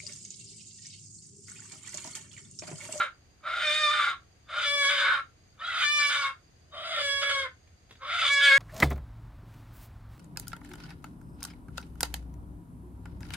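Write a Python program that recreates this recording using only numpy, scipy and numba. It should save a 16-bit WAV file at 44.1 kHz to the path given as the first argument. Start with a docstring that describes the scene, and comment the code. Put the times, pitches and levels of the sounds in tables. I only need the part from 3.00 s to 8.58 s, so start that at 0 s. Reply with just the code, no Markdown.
"""A hen carried out of a wicker hut squawks six times: pulses of uneven spacing ring her airway as a rasp,
a stack of whole-multiple partials makes the clear voice, and each squawk crossfades between the two.
Short puffs of noise rustle just before the last squawk, which splits into strong and weak cycles.
Single echoes off posts and a sheet roof and a noise tail for the hut follow hen and rustle;
throughout, coloured noise gives hiss and rumble, resonated noise gives insects and a swelling hum."""
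import sys
import numpy as np
from scipy import signal
from scipy.fft import rfft, irfft
from scipy.io import wavfile
from numba import njit

SR = 44100
rng = np.random.default_rng(int(sys.argv[2]) if len(sys.argv) > 2 else 0)


def generate_wav(sig):
    """Save sig (samples, or channels by samples) to the path in sys.argv[1] as 16-bit PCM at SR."""
    pcm = np.round(np.clip(np.atleast_2d(sig).T, -1, 1) * 32767).astype(np.int16)
    wavfile.write(sys.argv[1], SR, pcm)


N = 246078

# one list a squawk: (time [s], pitch [Hz], level [dB], rasp over clear voice [dB], beak gape [0 shut, 1 wide])
SQUAWKS = [
    [(0, 575, -22.5, 30, 0.081), (.04, 572.7, -29, 35.5, 0.11), (.07, 557, -37, 30, 0.012)],
    [(.44, 568.3, -46.5, 25.5, 0.064), (.47, 615, -34, 30.5, .15), (.6, 624.3, -30, 23.5, 0.51),
     (.65, 611, -28, -6, 0.68), (.7, 596, -26, -10.5, .9), (.76, 616.7, -28, -11, 1.1),
     (.84, 602.2, -21.5, -17, 0.61), (.9, 589, -25, -17, 1), (.92, 609.3, -24.5, -6, .5),
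     (1.04, 577, -27, 8.5, .5), (1.1, 588.5, -27.5, 16, 0.32), (1.14, 571, -36.5, 10.5, 0.0)],
    [(1.495, 595.4, -43, 22, 0.46), (1.55, 625.3, -31, 31, 0.44), (1.64, 588, -31.5, 9.5, .9),
     (1.68, 573, -28, -19.5, 1.2), (1.76, 573.1, -26, -30.5, 0.98), (1.82, 564.6, -23.5, -40, 0.86),
     (1.875, 556.5, -22.5, -34, 1.7), (1.895, 571.7, -26, -1.5, 1.0), (1.97, 564.3, -26.5, 4, .8),
     (2.04, 564.5, -22.5, 8, .4), (2.1, 558.7, -21.5, 20, 0.17), (2.16, 555.9, -26, 17, 0.14),
     (2.2, 548.5, -33.5, 9, 0.016)],
    [(2.605, 585.4, -40, 23.5, 0.21), (2.65, 655, -36.5, 17.5, .4), (2.76, 661.5, -31, 22, .6),
     (2.835, 594.2, -26.5, 6, .8), (2.855, 585, -27.5, -35, 1.7), (2.9, 591, -25.5, -43, 1.1),
     (2.96, 590.5, -25.5, -33.5, 1.4), (3.085, 571.7, -23, -26.5, 1), (3.11, 580, -26, 10.5, .8),
     (3.2, 563.7, -28.5, -7.5, .8), (3.27, 548.6, -28, 2, .5), (3.31, 533, -39, 3, 0.0)],
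    [(3.74, 615, -44.5, 11.5, 0.55), (3.88, 662.2, -38, 4.5, .9), (4.01, 580.5, -30, 1.5, 1.0),
     (4.04, 569.8, -29, -19, 1.2), (4.1, 557.9, -28, -23, 1.2), (4.19, 558, -29, -38, 1.1),
     (4.26, 561.2, -28.5, -12, 1.1), (4.35, 551.4, -27, -14.5, 1), (4.41, 541, -30, -11.5, .9),
     (4.45, 529.2, -34.5, -0.5, .4), (4.465, 511.4, -34.5, 9.5, 0.0)],
    [(5.02, 522, -41.5, 28, .3), (5.12, 644.4, -33, 27.5, 0.77), (5.18, 694, -32, 19.5, .8),
     (5.24, 585.3, -28, 7.5, 0.96), (5.29, 553, -27, -5.5, 1.28), (5.305, 566, -20, -35, 0.69),
     (5.33, 566.2, -18.5, -46.5, 1.7), (5.38, 561.2, -19, -30, 0.85), (5.41, 557.2, -22.5, -6, 0.81),
     (5.44, 567.2, -18, -13.5, 1.24), (5.48, 559.2, -18.5, -10, 1.1), (5.52, 540.8, -16, -9.5, 0.72),
     (5.58, 555.3, -18, -26, 1)],
]
# lapses of the clear voice into rasp: (start [s], length [s], extra rasp [dB])
SLIPS = [(1.825, 0.027, 22.5), (2.99, 0.063, 13), (4.219, 0.017, 23), (4.295, 0.024, 10)]
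# colour at COLOUR_HOLD_S, one row a squawk, as the hen is turned:
# (windpipe hum [dB], partials 1, 2, 3, 4, 5, 6 [dB each], upper partials [dB])
COLOUR = [(-17.5, -20, -13, -15, -1, -26, -7, -16), (-30, -18.5, -6.5, -9.5, -6, -21.5, -4, -18.5),
          (-22.5, -12, -8.5, -6, -5.5, -27, -8.5, -18.5),
          (-28.5, -34, -7.5, -6.5, -2.5, -11.5, -7.5, -15.5),
          (-7, -6.5, -12.5, -5.5, -6, -17.5, -4.5, -17.5), (-22.5, -21, -15, -5.5, -4, -22, -13.5, -23)]
# drift of that colour within the squawk: (same columns as COLOUR [dB/s])
COLOUR_DRIFT = [(-5, 2, 3.5, 5, 5, 5, 5, 5), (-52, -31.5, 35.5, -18, -19.5, -15, -2.5, -18),
                (-26, 15.5, 1, -1.5, -13, -60.5, -33, -22.5), (-25, 52, 6, -25, -8, -26.5, -35, 2.5),
                (-14.5, -1, 14, -2, 19.5, -46.5, -17, -2), (-26, 41, -60.5, 49, 3, -33, -25, -3)]
# gain from shut to wide beak: (partials 1, 2, 3, 4, 5, 6 [dB each], upper partials [dB])
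GAPE_GAIN_DB = (-3.1, -6.5, 0, 1, -6.5, 1.5, 5.5)
# partials 7 and above: (frequency [Hz], level [dB])
UPPER_PARTIALS = [(4000, 2.5), (4700, 0.5), (5600, -2), (7000, -8.5), (8500, -8.5), (10000, -15.5),
                  (12000, -27), (15000, -30.5)]
# alternate strong and weak cycles: (time [s], depth [0-1])
DOUBLING = [(5.40, 0.0), (5.43, 0.25), (5.5, 0.07), (5.58, 0.16)]
# rasp offsets, one row a squawk: (chest [dB], gullet [dB], mouth [dB], beak hiss [dB], mouth shift [Hz])
RASP_COLOUR = [(-4, 3, 0, 5, 100.5), (3.5, 1.3, 0.7, 0.1, 38), (3, -2.5, 0, -2.2, 10),
               (-5, -3.8, -0.5, -0.5, 29.5), (8, -3.3, -0.9, -6, -93), (-17, -0.3, 0, -3.4, -32)]
# moving throat resonance: (time [s], centre [Hz])
THROAT = [(0, 1370), (.1, 1410), (.45, 1300), (.66, 1530), (.8, 1520), (.92, 1430), (1.08, 1420),
          (1.16, 1320), (1.5, 1350), (1.65, 1440), (2.0, 1520), (2.1, 1450), (2.22, 1370), (2.6, 1260),
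          (2.66, 1390), (2.83, 1430), (3.12, 1480), (3.32, 1340), (3.74, 1180), (3.88, 1340), (4.02, 1410),
          (4.3, 1400), (4.46, 1490), (5.02, 1300), (5.12, 1390), (5.25, 1370), (5.41, 1580), (5.58, 1590)]
# moving mouth resonance: (centre, beak shut [Hz], centre, beak wide [Hz])
MOUTH_HZ = (3704, 3476)
# fixed mouth resonances: (centre [Hz], width per pass [Hz], level [dB])
FIXED_MOUTH = [(3080, 220, -2), (4800, 700, -13)]
# beak hiss resonances: (centre [Hz], width per pass [Hz], level [dB])
BEAK = [(6360, 3300, 6), (8280, 930, 1), (11600, 3500, -11), (14420, 3500, -9)]
# puffs before placement: (peak time [s], level [dB], t60 [s])
RUSTLE = [(4.676, -57.5, 0.04), (4.895, -54, 0.061), (4.9103, -44.5, 0.065), (4.9562, -51, 0.035)]
# rustle spectrum: (frequency [Hz], relative density [dB per Hz])
RUSTLE_COLOUR = [(290, -9), (500, -15.5), (2190, -12), (3150, -13.5), (3470, -4.5), (4050, -16),
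                 (14000, -37)]
# direction of hen and rustle: (time [s], left over right [dB], left lag [samples])
SIDEWAYS = [(0, -2, -1.5), (.8, -0.5, -1), (1.3, -0.5, -1), (1.8, 1.5, 3.5), (2.2, -1, 0.5),
            (2.8, -0.5, 2.5), (3.3, -0.1, 2.5), (3.8, 0, 4), (4.3, -0.5, 3.5), (5.0, 0, 3),
            (5.58, -1, -0.2)]
# single reflections: (delay [s], level [dB], further delay on the left [samples])
ECHOES = [(.0021, -21.5, 6.0), (.0047, -34.5, -11), (.0083, -15, 15), (0.0155, -9, -5)]
# yard noise spectrum: (frequency [Hz], relative density [dB per Hz])
YARD = [(18, -35.5), (30, -4), (118, -2.5), (184, -13.5), (319, -14), (632, -19), (760, -17.5), (844, -24),
        (1910, -22.5), (3770, -28.5), (4780, -26), (5310, -31.5), (6380, -30.5), (16000, -49)]
# left-right likeness of yard noise: (frequency [Hz], likeness, clipped to 0-1)
LIKENESS = [(30, .88), (60, 0.87), (200, .8), (400, 0.26), (1000, -.1), (4000, -0.063), (12000, -1.2)]
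# insect bands: (centre [Hz], first-pass width [Hz], level [dB], throb [dB])
INSECTS = [(4730, 150, -77.5, 4.5), (6520, 230, -75.5, 2)]
# low hum that swells: (time [s], level [dB])
HUM = [(0.0, -71.5), (3.88, -69.5), (4.1, -59), (5.58, -64.5)]

ATTACK_DB_PER_S, RELEASE_DB_PER_S = 895.5, 556.5   # outside a squawk's first and last points
VOICE_BREAK_DB_PER_S = 499   # rasp gains on clear voice in the release
UNSEAL_PER_S = 12            # gape opening during the attack
SLIP_RISE_S, SLIP_FALL_S = .006, .012
COLOUR_HOLD_S = 0.39         # time into a squawk at which COLOUR holds

PITCH_JITTER, CHAOS_JITTER = 0.0025, 0.013   # relative spread; the second scales with chaos
WAVER_DB = 1.5               # slow waver of partials 1-6
DROWN_DB = 10                # upper-partial loss at full chaos
NOTCH_HZ, NOTCH_WIDTH_HZ, NOTCH_DEPTH = 5784, 570, 0.51

PULSE_UNEVEN, PULSE_STRENGTH_SPREAD = .12, 0.23
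AIR = .5                     # air noise between pulses, relative to pulse rms
SPUTTER_DB = 2.0
THROAT_WIDTH_HZ, WINDPIPE_WIDTH_HZ, MOUTH_WIDTH_HZ = 487, 120, 384   # per pass
GULLET_HZ, GULLET_WIDTH_HZ = 2094, 330
CHEST_HZ, CHEST_WIDTH_HZ, CHEST_DB = 370, 120, -37
SQUEAL_DB, SQUEAL_FLUTTER_DB, SQUEAL_WANDER, SQUEAL_CHOP_DEPTH = 0.5, 4.0, 0.026, 0.18
GULLET_DB, MOUTH_DB, BEAK_DB = (-13.5, -0.5), (-15, 4), (-30, -6.5)   # (shut, wide)

DIRECT_DB, HUT_DB, HUT_T60_S = -2.5, -13.5, 0.18
HUT_CUT_HZ, HUT_WIDE_HZ = 7000, 900
YARD_GAIN_DB = -64
HUM_HZ, HUM_WIDTH_HZ = 81, 10
BASS_CUT_HZ, TREBLE_CUT_HZ = 36.0, 16000


def clear_voice():
    """Regular vibration of the syrinx: whole multiples of one pitch, shaken as the rasp takes over."""
    hz, level, rough, gape, (_, *colour_db), _ = squawk_controls()
    *named_db, upper_db = [db + gain_db * (gape - 1) for db, gain_db in zip(colour_db, GAPE_GAIN_DB)]
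    chaos = rough / (rough + 2 * level + 1e-12)
    jitter = (PITCH_JITTER + CHAOS_JITTER * chaos) * drift(50)
    phase = 2 * np.pi * np.cumsum(hz * (1 + jitter)) / SR
    out = np.zeros(N)
    for k, db in enumerate(named_db, 1):
        chaos_db = 8.29 * chaos * (k > 1) * drift(45)
        out += amp(db + WAVER_DB * drift(8.5) + chaos_db) * np.sin(k * phase + k * k)
    for k in range(7, 26):
        db = upper_db - DROWN_DB * chaos + at_hz(UPPER_PARTIALS, k * hz) + 3.13 * drift(24)
        out += amp(db) * np.sin(k * phase + k * k)
    # weaker alternate cycles: lines halfway between partials; the two lowest hardly take part
    steady = sum(amp(named_db[k - 1]) * np.sin(k * phase + k * k) for k in (1, 2))
    out += (out - steady) * 2 * in_time(DOUBLING)[0] * np.sin(phase / 2)
    highpass = signal.butter(6, 420, "high", fs=SR, output="sos")
    return np.sqrt(2) * level * signal.sosfilt(highpass, out)


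def rasp():
    """Chaotic vibration: pulses of uneven spacing and strength ring windpipe, throat, mouth and beak."""
    pulse_hz, _, level, gape, (pipe_db, *_), (chest_db, *own_db, shift_hz) = squawk_controls()
    throat_hz, = in_time(THROAT)
    mouth_hz = opened(gape, *MOUTH_HZ) + shift_hz
    gape_pairs = (GULLET_DB, MOUTH_DB, BEAK_DB)
    gullet_db, mouth_db, beak_db = (db + opened(gape, *pair) for db, pair in zip(own_db, gape_pairs))
    pulses = uneven_pulses(pulse_hz)

    throat = amp(SPUTTER_DB * drift(30)) * rms_one(twice(pulses, throat_hz, THROAT_WIDTH_HZ))
    pipe = amp(pipe_db) * rms_one(twice(pulses, pulse_hz, WINDPIPE_WIDTH_HZ))
    chest = amp(CHEST_DB + chest_db) * rms_one(twice(pulses, CHEST_HZ, CHEST_WIDTH_HZ))
    gullet = rms_one(twice(pulses, GULLET_HZ, GULLET_WIDTH_HZ))
    gullet *= amp(gullet_db + SPUTTER_DB * drift(40))
    low = rms_one(throat + squeal(throat_hz, pulse_hz)) + pipe + chest + gullet

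    mouth = twice(pulses, mouth_hz, MOUTH_WIDTH_HZ) * amp(SPUTTER_DB * drift(27))
    mouth += sputtering(pulses, FIXED_MOUTH)
    beak = sputtering(pulses + rng.standard_normal(N), BEAK)
    return level * (low + amp(mouth_db) * rms_one(mouth) + amp(beak_db) * rms_one(beak))


def uneven_pulses(pulse_hz):
    """One impulse a cycle, random in spacing and strength, with air noise between."""
    loose = 1 - np.clip(5.0 * in_time(DOUBLING)[0], 0, .92)   # strong-weak cycles pull pulses into step
    cycles = np.cumsum(pulse_hz * np.exp(PULSE_UNEVEN * loose ** 2 * drift(200))) / SR
    count = np.floor(cycles)
    pulses = np.diff(count, prepend=0) * (1 + PULSE_STRENGTH_SPREAD * loose * rng.standard_normal(N))
    pulses *= np.where(count % 2, loose, 2 - loose)
    return rms_one(pulses) + AIR * loose * rng.standard_normal(N)


def squeal(throat_hz, pulse_hz):
    """Second, unsteady oscillation on the throat resonance, modulated at the pulse rate into sidebands."""
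    wandering_hz = throat_hz * (1 + SQUEAL_WANDER * drift(30))
    tone = np.sin(2 * np.pi * np.cumsum(wandering_hz) / SR)
    chop = 1 + SQUEAL_CHOP_DEPTH * np.cos(2 * np.pi * np.cumsum(pulse_hz) / SR)
    return tone * amp(SQUEAL_DB + SQUEAL_FLUTTER_DB * drift(25)) * chop


def sputtering(x, resonances):
    """Parallel resonances, each with its own random level flutter."""
    return sum(amp(db + SPUTTER_DB * drift(40)) * twice(x, hz, width_hz) for hz, width_hz, db in resonances)


def squawk_controls():
    """Per-sample pitch, clear and rasp gains, gape and colours; the two gains share one power."""
    t = np.arange(N) / SR
    hz, level_db, over_db, gape = in_time([row for rows in SQUAWKS for row in rows])
    starts, ends = np.transpose([(rows[0][0], rows[-1][0]) for rows in SQUAWKS])
    which = np.searchsorted((ends[:-1] + starts[1:]) / 2, t)   # switch midway between squawks
    age, late = t - starts[which], t - ends[which]
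    first_db, last_db = np.transpose([(rows[0][2], rows[-1][2]) for rows in SQUAWKS])[:, which]
    level_db = np.where(late > 0, last_db - RELEASE_DB_PER_S * late, level_db)
    level_db = np.where(age < 0, first_db + ATTACK_DB_PER_S * age, level_db)
    gape = gape + UNSEAL_PER_S * np.clip(age, -.06, 0)
    over_db = over_db + VOICE_BREAK_DB_PER_S * np.clip(late, 0, .1)
    for start_s, length_s, db in SLIPS:
        ramp = np.minimum((t - start_s) / SLIP_RISE_S, (start_s + length_s - t) / SLIP_FALL_S)
        over_db += db * np.clip(1 + ramp, 0, 1)
    clear = amp(level_db) / np.sqrt(1 + amp(2 * over_db))
    rough = amp(level_db) / np.sqrt(1 + amp(-2 * over_db))
    drift_s = np.maximum(age, 0) - COLOUR_HOLD_S
    colour_db = np.transpose(COLOUR)[:, which] + np.transpose(COLOUR_DRIFT)[:, which] * drift_s
    return hz, clear, rough, gape, colour_db, np.transpose(RASP_COLOUR)[:, which]


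def rustle():
    """Short dry puffs: coloured noise under fast-rising, exponentially decaying envelopes."""
    t = np.arange(N) / SR
    shape = np.zeros(N)
    for peak_s, db, t60_s in RUSTLE:
        rise = np.clip((t - peak_s) / 0.0029 + 1, 0, 1)
        shape += amp(db - 60 * np.maximum(t - peak_s, 0) / t60_s) * rise
    return shape * coloured(RUSTLE_COLOUR, size=1)[0][0]


def placed(x):
    """Direct sound with level and arrival offsets, single echoes, then the hut's short noise tail."""
    pan_db, lag = in_time(SIDEWAYS)
    n = np.arange(N)
    out = np.array([np.interp(n - lag / 2, n, x), np.interp(n + lag / 2, n, x)])
    for delay_s, db, left_lag in ECHOES:
        echo = [np.interp(n - delay_s * SR - late, n, x, left=0) for late in (left_lag, 0)]
        out += amp(db) * np.array(echo)
    t = np.arange(SR // 2) / SR
    tail = rng.standard_normal((2, len(t))) * amp(-60 * t / HUT_T60_S) * (t > .012)
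    mid, side = signal.lfilter(*signal.butter(1, HUT_CUT_HZ, fs=SR), tail)
    # long waves reach both channels alike
    side = signal.lfilter(*signal.butter(2, HUT_WIDE_HZ, "high", fs=SR), side)
    tail = np.array([mid + side, mid - side]) / np.sqrt(2 * np.sum(mid ** 2))
    reverb = signal.fftconvolve(x[None], tail, axes=1)[:, :N]
    out = amp(DIRECT_DB) * out + amp(HUT_DB) * reverb
    return out * amp([pan_db / 2, -pan_db / 2])


def yard():
    """Rumble and hiss, alike in both channels in the bass, plus throbbing insect bands and a hum."""
    (mid, side), hz = coloured(YARD, size=2)
    alike = np.clip(at_hz(LIKENESS, hz), 0, 1)
    mid = irfft(rfft(mid) * np.sqrt(1 + alike), N)
    side = irfft(rfft(side) * np.sqrt(1 - alike), N)
    out = amp(YARD_GAIN_DB) * np.array([mid + side, mid - side])
    for centre_hz, width_hz, db, throb_db in INSECTS:
        for channel in out:
            band = resonance(rng.standard_normal(N), centre_hz, width_hz)
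            song = resonance(band, centre_hz, 2 * width_hz)
            channel += amp(db + throb_db * drift(25)) * rms_one(song)
    hum = resonance(resonance(rng.standard_normal(N), HUM_HZ, HUM_WIDTH_HZ), HUM_HZ, 30)
    return out + amp(in_time(HUM)[0]) * rms_one(hum)


def amp(db):
    """dB to gain."""
    return 10 ** (np.asarray(db) / 20)


def rms_one(x):
    """Scale to rms 1."""
    return x / np.sqrt(np.mean(x ** 2) + 1e-20)


def in_time(rows):
    """Columns of a timed table as sample curves."""
    s, *columns = np.transpose(rows)
    return [np.interp(np.arange(N) / SR, s, c) for c in columns]


def at_hz(points, hz):
    """Read a spectrum on a log-frequency axis."""
    point_hz, value = np.transpose(points)
    return np.interp(np.log(hz), np.log(point_hz), value)


def opened(gape, shut, wide):
    """Linear in gape between the shut and wide settings."""
    return shut + (wide - shut) * gape


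def drift(rate_hz):
    """Random curve of rms 1: noise through two equal poles at rate_hz, run at SR / 20."""
    r = np.exp(-40 * np.pi * rate_hz / SR)
    noise = rng.standard_normal(N // 20 + 2002)
    slow = signal.lfilter([1], [1, -2 * r, r * r], noise)[2000:]   # drop the filter's start-up
    return np.interp(np.arange(N) / 20, np.arange(len(slow)), rms_one(slow))


def coloured(spectrum, size):
    """Noise shaped to a spectrum, rms 1 overall, and its frequency axis."""
    hz = np.maximum(np.arange(N // 2 + 1) * SR / N, 1)
    white = rfft(rng.standard_normal((size, N)))
    return rms_one(irfft(white * amp(at_hz(spectrum, hz)), N)), hz


@njit
def resonate(x, turn, r):
    """Two-pole resonance of top gain 1 whose centre (radians a sample) may move."""
    y = np.zeros(len(x))
    for i in range(2, len(x)):
        drive = (1 - r * r) / 2 * (x[i] - x[i - 2])
        y[i] = drive + 2 * r * np.cos(turn[i]) * y[i - 1] - r * r * y[i - 2]
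    return y


def resonance(x, hz, width_hz):
    """Resonance given in Hz."""
    return resonate(x, 2 * np.pi * hz / SR * np.ones(N), np.exp(-np.pi * width_hz / SR))


def twice(x, hz, width_hz):
    """Two equal resonances in series: steeper skirts."""
    return resonance(resonance(x, hz, width_hz), hz, width_hz)


def scene():
    """Hen, with a treble dip, and rustle at the hut door; yard around."""
    hen = clear_voice() + rasp()
    hen = hen - NOTCH_DEPTH * resonance(hen, NOTCH_HZ, NOTCH_WIDTH_HZ)
    return placed(hen + rustle()) + yard()


def record(dry):
    """The microphone drops the deepest bass; the top is cut steeply."""
    dry = signal.sosfilt(signal.butter(2, BASS_CUT_HZ, "high", fs=SR, output="sos"), dry)
    return signal.sosfilt(signal.cheby2(16, 60, TREBLE_CUT_HZ, fs=SR, output="sos"), dry)


dry = scene()
out = record(dry)
generate_wav(out)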